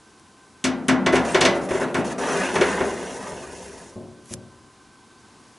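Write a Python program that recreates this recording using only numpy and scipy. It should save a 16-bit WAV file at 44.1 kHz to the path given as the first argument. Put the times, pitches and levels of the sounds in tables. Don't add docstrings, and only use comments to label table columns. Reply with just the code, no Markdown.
import sys
import numpy as np
from scipy import signal
from scipy.fft import rfft, irfft, next_fast_len
from scipy.io import wavfile

SR = 44100
rng = np.random.default_rng(int(sys.argv[2]) if len(sys.argv) > 2 else 0)


def transcribe(signal):
    frames = np.atleast_2d(signal).T
    limited = np.clip(frames, -1, 1)
    pcm = np.round(limited * 32767).astype(np.int16)
    wavfile.write(sys.argv[1], SR, pcm)


N = 246365
TIME = np.arange(N) / SR
THIRDS_HZ = 45 * 2 ** (np.arange(25) / 3)


def from_db(db):
    return 10 ** (np.asarray(db) / 20)


def rms_one(x):
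    return x / np.sqrt(np.mean(x ** 2) + 1e-20)


def at_hz(points, hz):
    known_hz, values = np.transpose(points)
    return np.interp(np.log(np.maximum(hz, 1)), np.log(known_hz), values)


def fade(t, t60):
    return np.exp(-np.log(1000) * t / t60)


def add(track, start_s, sound):
    start = max(round(start_s * SR), 0)
    track[start:start + len(sound)] += sound[:N - start]


def coloured(x, spectrum):
    size = next_fast_len(len(x))
    gain = from_db(at_hz(spectrum, np.fft.rfftfreq(size, 1 / SR)))
    return rms_one(irfft(rfft(x, size) * gain, size)[:len(x)])


def drift(per_s):
    knots = rng.standard_normal(N // 20)
    return rms_one(np.interp(TIME * per_s, np.arange(len(knots)), knots))


def resonate(x, hz, t60):
    r = fade(1 / SR, t60)
    feedback = [1, -2 * r * np.cos(2 * np.pi * hz / SR), r * r]
    return signal.lfilter([(1 - r * r) / 2, 0, (r * r - 1) / 2], feedback, x)


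def narrow_noise(size, hz, t60):
    once = resonate(rng.standard_normal(size), hz, t60)
    return rms_one(resonate(once, hz, t60))


def decaying_sine(t, hz, t60):
    return np.sin(2 * np.pi * hz * t) * fade(t, t60)


# frequency in Hz, relative density in dB per Hz.
ROOM_COLOUR = [(15, -59), (25, -14), (87, 2), (165, 1), (207, 0.5), (311, 3.5), (401, 0.5), (573, -7.5),
               (954, -3.5), (1030, -1.5), (1470, -9), (1590, -9.5), (1950, -11.5), (5970, -13.5),
               (11000, -18), (14300, -106), (22000, -120)]
# time in seconds, level in dB.
ROOM_LEVEL = [(0, -52), (4.95, -52.5), (5.35, -50.5)]
# frequency in Hz, level in dB.
WHINE_TONES = [(220.7, -62.5), (769.8, -70), (899.0, -76), (1028, -62), (1157, -95), (1545, -62.5)]


def room_tone(whine_t60=0.06):
    level = from_db(np.interp(TIME, *np.transpose(ROOM_LEVEL)))
    air = level * coloured(rng.standard_normal(N), ROOM_COLOUR)
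    whine = sum(from_db(db) * narrow_noise(N, hz, whine_t60) for hz, db in WHINE_TONES)
    return air + whine


# start in seconds, relative level in dB.
TICKS = [(0.105, -43), (0.197, -37), (0.883, -7), (1.253, -27), (1.408, -8), (1.944, -22), (4.258, -35),
         (4.338, -12)]
# frequency in Hz, relative density in dB per Hz.
TICK_COLOUR = [(300, -14), (1400, -8), (2500, -2.5), (4000, -6), (6000, 1.5), (8000, -1), (11000, 1)]
TICK_T60 = 0.004


def ticks(echo_db=-24, echo_t60=0.033):
    t, out = TIME[:SR // 4], np.zeros(N)
    shape = fade(t, TICK_T60) + from_db(echo_db) * fade(t, echo_t60)
    for start_s, db in TICKS:
        add(out, start_s, from_db(db) * shape * coloured(rng.standard_normal(len(t)), TICK_COLOUR))
    return out


def third_octave_noise(size):
    rows = []
    for edges in THIRDS_HZ[:, None] * 2 ** (np.array([-1, 1]) / 6):
        band = signal.butter(2, edges, "band", fs=SR, output="sos")
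        rows.append(rms_one(signal.sosfilt(band, rng.standard_normal(size))))
    return np.array(rows)


# start in seconds, relative strength in dB, weight in the lows in dB,
# hardness in the treble in dB, the spot that is struck, relative level of its singing in dB.
KNOCKS = [(0.641, -12, 0.5, -8.5, "sheet", -20.5), (0.884, -5, -1.5, -17.5, "sheet", -16),
          (1.062, -10.5, -0.5, -14.5, "rim", -21), (1.131, -13.5, 4.5, -21, "rail", -8),
          (1.155, -10.5, 1, -16, "sheet", -46), (1.346, -7.5, -1.5, -13, "rail", -7.5),
          (1.411, -12, 2.5, -5.5, "rim", -39), (1.451, -10, -5.5, -7.5, "rim", -21),
          (1.551, -23, 2, -29, "sheet", -36), (1.707, -21.5, 10, -21, "rail", -15.5),
          (1.749, -18.5, -5, -29, "rail", -14.5), (1.811, -13, -1.5, -38, "sheet", -35),
          (1.944, -10.5, 1.5, -21, "sheet", -36), (2.4, -20, -12, -35, "sheet", -38),
          (2.556, -13, 1, -20.5, "rim", -34), (2.611, -8.5, -9, -16, "rail", -6.5),
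          (2.805, -15.5, 2, -26, "rail", -14.5), (3.324, -36, 13, -33, "rail", -40)]
# frequency in Hz, relative level in dB, t60 in seconds.
TRAY_MODES = [(72.1, -8, 0.92), (191, -12, 0.97), (261.6, -15, 0.72), (299, -12.5, 0.27), (353.4, -9, 0.55),
              (397.4, -9, 0.32), (484.6, -16.5, 0.87), (513, -42, 0.15), (570, -20, 1.1),
              (641, -10.5, 0.49), (739, -24, 0.32), (795, -17, 0.45), (955, -23.5, 0.45), (1045, -19, 0.61),
              (1406, -20, 0.54), (1696, -15, 0.3), (1997, -19, 0.55), (2203, -16, 0.29),
              (2675, -12.5, 0.18), (2750, -27, 0.23), (3507, -4.5, 0.13), (3640, -27, 0.091),
              (4320, -6, 0.13), (6000, -16.5, 0.32)]
# frequency in Hz, relative level in dB per third octave.
TRAY_CROWD = [(45, -17), (80, -28), (125, -3.5), (250, -6), (450, -10.5), (630, -12), (800, -11),
              (1000, -16), (1300, -13), (2100, -9.5), (3000, -8.5), (4500, -9), (6000, -4), (8000, -8),
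              (11000, -16)]
# frequency in Hz, t60 in seconds.
RING_T60 = [(100, 0.57), (260, 1.5), (700, 1.31), (1840, 0.51), (4850, 0.33), (10000, 0.066)]
SPOT_COLOUR = {"sheet": [(85, -22), (220, -7), (450, -7.5), (1500, -0.5), (4200, 0), (8000, -2)],
               "rim": [(85, -19.5), (220, -10.5), (450, -0.5), (1500, 1), (4200, 2), (8000, -7)],
               "rail": [(85, -17), (220, -20), (450, -2.5), (1500, -0.5), (4200, 0.5), (8000, -10.5)]}
SWELL_S = {"sheet": 0.009, "rim": 0.003, "rail": 0.0035}
WEIGHT_HZ, MIDDLE_HZ, HARDNESS_HZ = 450, 1460, 4140


def knocks(clash_t60=0.15, tail_db=-10, crowd_db=1, modes_db=-1, spread_db=1.0, alike=0.91,
           swell_hz=1000, crack_db=1, crack_t60=0.018):
    t, out = TIME[:SR], np.zeros(N)
    mode_hz, mode_db, mode_t60 = np.transpose(TRAY_MODES)
    rings = decaying_sine(t, mode_hz[:, None], mode_t60[:, None])
    signs = (-1) ** np.arange(len(mode_hz))
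    tail = from_db(tail_db) * fade(t, at_hz(RING_T60, THIRDS_HZ)[:, None])
    crowd_fade = np.hypot(fade(t, clash_t60), tail)
    noise = third_octave_noise(size=4 * SR)
    onset = t[:SR // 10]
    crack = from_db(crack_db) * fade(onset, crack_t60) * (THIRDS_HZ[:, None] > 2500)
    for start_s, strength_db, weight_db, hardness_db, spot, _ in KNOCKS:
        tilt = [(WEIGHT_HZ, weight_db), (MIDDLE_HZ, 0), (HARDNESS_HZ, hardness_db)]
        blow = [(hz, strength_db + db + at_hz(tilt, hz)) for hz, db in SPOT_COLOUR[spot]]
        first = rng.integers(SR, 2 * SR)
        shared, fresh = noise[:, -SR:], noise[:, first:first + SR]
        crowd = (np.sqrt(alike) * shared + np.sqrt(1 - alike) * fresh) * crowd_fade
        rise_s = SWELL_S[spot] * np.sqrt(swell_hz / (THIRDS_HZ[:, None] + swell_hz / 2))
        crowd[:, :len(onset)] *= 1 - np.exp(-onset / rise_s) + crack
        chance_db = spread_db * rng.standard_normal(len(mode_hz))
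        strengths = from_db(modes_db + mode_db + at_hz(blow, mode_hz) + chance_db)
        main = (strengths * signs) @ rings * (1 - np.exp(-t / SWELL_S[spot]))
        crowd_gain = from_db(crowd_db + at_hz(TRAY_CROWD, THIRDS_HZ) + at_hz(blow, THIRDS_HZ))
        add(out, start_s, main + crowd_gain @ crowd)
    return out


SPOT_MODES = {"sheet": [(258.7, -1.5, 1), (230, -10.5, 1)], "rim": [(645, 9.5, 0.094), (1103, 0.5, 0.19),
              (2020, -1, 0.32), (3450, -10, 0.22)], "rail": [(376.4, 0.5, 0.11), (397, -10.5, 0.44),
              (516.6, -10, 0.12), (581, -7.5, 0.089), (2044, -22.5, 0.37)]}


def singing(rise_s=0.0042):
    t, out = TIME[:SR], np.zeros(N)
    for start_s, *_, spot, singing_db in KNOCKS:
        ring = sum(from_db(db) * decaying_sine(t, hz, t60) for hz, db, t60 in SPOT_MODES[spot])
        add(out, start_s, from_db(singing_db) * np.sqrt(2) * ring * (1 - np.exp(-t / rise_s)))
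    return out


# start in seconds, relative level in dB, first pitch in Hz, last pitch in Hz, length in seconds.
WOBBLES = [(0.982, -26.5, 200.3, 186, 0.1), (2.31, -48, 271, 173, 0.084), (2.81, -34, 129, 254, 0.096)]


def wobbles():
    out = np.zeros(N)
    for start_s, db, first_hz, last_hz, length_s in WOBBLES:
        progress = np.linspace(0, 1, round(length_s * SR))
        phase = 2 * np.pi * np.cumsum(first_hz + (last_hz - first_hz) * progress) / SR
        swell = np.sin(np.pi * progress)
        add(out, start_s, from_db(db) * np.sqrt(2) * swell * np.sin(phase))
    return out


# start in seconds, length in seconds, effort in dB.
SHOVES = [(1.123, 0.034, 3), (1.246, 0.13, -3.5), (1.423, 0.037, 2.5), (1.548, 0.025, -16),
          (1.613, 0.045, -16), (1.687, 0.093, -5.5), (1.797, 0.036, -3.5), (1.964, 0.036, -7),
          (2.043, 0.08, -8.5)]
# time in seconds, effort in dB.
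PUSH = [(2.18, -4), (2.3, 0.5), (2.42, 2), (2.53, -1.5), (2.7, -0.5), (2.96, -9), (3.17, -11), (3.5, -16.5),
        (3.8, -21.5), (3.91, -29.5), (3.97, -52)]
SHOVE_SAG_DB_PER_S = 16


def effort():
    drive = from_db(np.interp(TIME, *np.transpose(PUSH), left=-np.inf, right=-np.inf))
    for start_s, length_s, db in SHOVES:
        sag_db = SHOVE_SAG_DB_PER_S * TIME[:round(length_s * SR)]
        add(drive, start_s, from_db(db - sag_db))
    return drive


def held_over(gain, t60):
    fall = np.log(1000) * TIME / t60
    return np.exp(np.maximum.accumulate(np.log(gain + 1e-12) + fall) - fall)


PUSH_ATTACK_S = 0.002


def driven(drive, level_db, follows, release_t60):
    r = np.exp(-1 / (PUSH_ATTACK_S * SR))
    return from_db(level_db) * signal.lfilter([1 - r], [1, -r], held_over(drive ** follows, release_t60))


def friction(spectrum, modes, catches_per_s, uneven_db, ring_db, smear_t60, wander_per_s=20, direct_db=-2):
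    happens = rng.random(N) < catches_per_s / SR
    catches = happens * rng.standard_normal(N) * from_db(uneven_db * drift(per_s=70))
    t = TIME[:SR // 4]
    shares = np.array([np.exp(drift(wander_per_s)) for spot in range(8)])
    shares /= np.linalg.norm(shares, axis=0)
    smeared = np.zeros(N)
    for share in shares:
        spot_ring = rng.standard_normal(len(t)) * fade(t, smear_t60)
        smeared += signal.oaconvolve(catches * share, spot_ring)[:N]
    spread = from_db(direct_db) * rms_one(catches) + rms_one(smeared)
    ringing = sum(resonate(spread, mode[0], mode[-1]) for mode in modes)
    return coloured(spread + from_db(ring_db) * ringing, spectrum)


# frequency in Hz, relative density in dB per Hz.
RUMBLE_COLOUR = [(20, -23), (45, -9), (75, 3), (110, -6.5), (170, -4), (300, -27.5)]
# frequency in Hz, relative density in dB per Hz.
JUDDER_COLOUR = [(35, -34), (72, -33), (100, -27.5), (160, -3.5), (260, -0.5), (320, -5), (400, 3),
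                 (500, -5.5), (560, -4), (700, -3), (1000, -35.5)]
# frequency in Hz, relative density in dB per Hz.
GRIND_COLOUR = [(450, -34), (780, 5.5), (1030, 3.5), (1200, 2), (1400, 2.5), (2000, -2), (2750, -4),
                (3150, -9.5), (4200, -15), (6000, -16), (7500, -41)]
# frequency in Hz, relative density in dB per Hz.
HISS_COLOUR = [(2000, -13), (3500, -3.5), (4900, 0.5), (6000, 2.5), (7400, 2.5), (9500, 1.5), (11500, -5)]
# frequency in Hz, t60 in seconds.
RAIL_MODES = [(3500, 0.0045), (6050, 0.00087), (9800, 0.0017)]


def slide():
    drive = effort()
    rumble = driven(drive, level_db=-47.5, follows=0.14, release_t60=0.68)
    judder = driven(drive, level_db=-24.5, follows=0.85, release_t60=1.4)
    grind = driven(drive, level_db=-26.5, follows=0.98, release_t60=0.43)
    hiss = driven(drive, level_db=-36.5, follows=0.54, release_t60=0.08)
    return (rumble * coloured(rng.standard_normal(N), RUMBLE_COLOUR)
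            + judder * friction(JUDDER_COLOUR, TRAY_MODES, catches_per_s=6000, uneven_db=0.5,
                                ring_db=0.5, smear_t60=0.16)
            + grind * friction(GRIND_COLOUR, TRAY_MODES, catches_per_s=7000, uneven_db=-1.0,
                               ring_db=-8.5, smear_t60=0.042)
            + hiss * friction(HISS_COLOUR, RAIL_MODES, catches_per_s=7000, uneven_db=1.5,
                              ring_db=-1, smear_t60=0.059))


# start in seconds, relative level in dB, frequency in Hz, length in seconds.
SQUEAKS = [(1.277, -44, 8160, 0.094), (1.597, -48, 9800, 0.1), (1.733, -48, 7200, 0.079),
           (2.057, -46, 4280, 0.047), (2.236, -41, 6060, .13), (2.25, -40, 5360, 0.073)]


def squeaks(t60=0.033):
    out = np.zeros(N)
    for start_s, db, hz, length_s in SQUEAKS:
        swell = np.hanning(round(length_s * SR))
        tone = narrow_noise(SR, hz, t60)
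        add(out, start_s, from_db(db) * swell * tone[-len(swell):])
    return out


# start in seconds, relative level in dB, low-pass corner in Hz.
BUMPS = [(3.957, -30.5, 600), (4.307, -32.5, 405), (4.338, -34, 159)]
# frequency in Hz, relative level in dB, t60 in seconds.
CABINET_MODES = [(101, -8, 0.63), (134, -15, 1.2), (191.3, -8.5, 0.5), (234, -6, 1), (298, -18, 2.1),
                 (363.6, -3.5, 0.85), (413, -20, 0.84), (496, -30, 0.34), (554, -10, 0.9),
                 (620, -10.5, 0.54), (857, -20, 0.48), (1066, -12.5, 0.36)]


def bumps(boom_db=-7, boom_t60=1.0, rise_s=0.0015):
    t, out = TIME[:SR], np.zeros(N)
    boom_colour = [(40, -17), (100, 2), (400, -1), (700, -3.0), (1500, -23), (4000, -40)]  # Hz, relative dB
    modes = np.zeros(SR)
    for k, (hz, db, t60) in enumerate(CABINET_MODES):
        modes += from_db(db) * decaying_sine(t, hz, t60) * (-1) ** k
    for start_s, db, soft_hz in BUMPS:
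        boom = coloured(rng.standard_normal(SR), boom_colour) * fade(t, boom_t60)
        sound = (modes + from_db(boom_db) * boom) * (1 - np.exp(-t / rise_s))
        soften = signal.butter(1, soft_hz, fs=SR, output="sos")
        add(out, start_s, from_db(db) * signal.sosfilt(soften, sound))
    return out


SLIP_S, SLIP_DB = 4.342, -31.5
SLIP_BUILD_T60, SLIP_RELEASE_T60 = 0.23, 0.022


def hand():
    build = fade(np.maximum(SLIP_S - TIME, 0), SLIP_BUILD_T60)
    release = fade(np.maximum(TIME - SLIP_S, 0), SLIP_RELEASE_T60)
    return from_db(SLIP_DB) * build * release * coloured(rng.standard_normal(N), TICK_COLOUR)


# frequency in Hz, side minus mid in dB.
WIDTH = [(60, -10), (125, -17.5), (250, -17), (500, -18.5), (1000, -18), (2000, -17), (4000, -15.5),
         (10000, -12)]


def reflections(mid, t60=0.025, kitchen_db=-12, kitchen_t60=0.083, delay_s=0.0033):
    t = TIME[:SR // 3]
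    decay = fade(t, t60) + from_db(kitchen_db) * fade(t, kitchen_t60)
    echoes = rfft(rng.standard_normal(len(t)) * (t > delay_s) * decay)
    echoes /= np.sqrt(np.mean(abs(echoes) ** 2))
    echoes = echoes * from_db(at_hz(WIDTH, np.fft.rfftfreq(len(t), 1 / SR)))
    return signal.fftconvolve(mid, irfft(echoes))[:N]


# frequency in Hz, left minus right in dB.
LEAN = [(80, -0.5), (125, 3), (190, 2.2), (500, 0)]


def scene():
    clatter = knocks() + singing() + wobbles() + ticks() + bumps()
    mid = clatter + slide() + squeaks() + hand() + room_tone()
    side = reflections(mid)
    size = next_fast_len(N + SR)
    lean_db = at_hz(LEAN, np.fft.rfftfreq(size, 1 / SR))
    lean = from_db(lean_db * np.array([[1], [-1]]) / 2)
    return irfft(rfft([mid + side, mid - side], size) * lean, size)[:, :N]


CUTOFF_HZ = 11100


def record(dry):
    rounded = 0.83 * np.tanh(dry / 0.96)
    return signal.sosfilt(signal.ellip(12, .1, 80, CUTOFF_HZ, fs=SR, output="sos"), rounded)


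dry = scene()
out = record(dry)
transcribe(out)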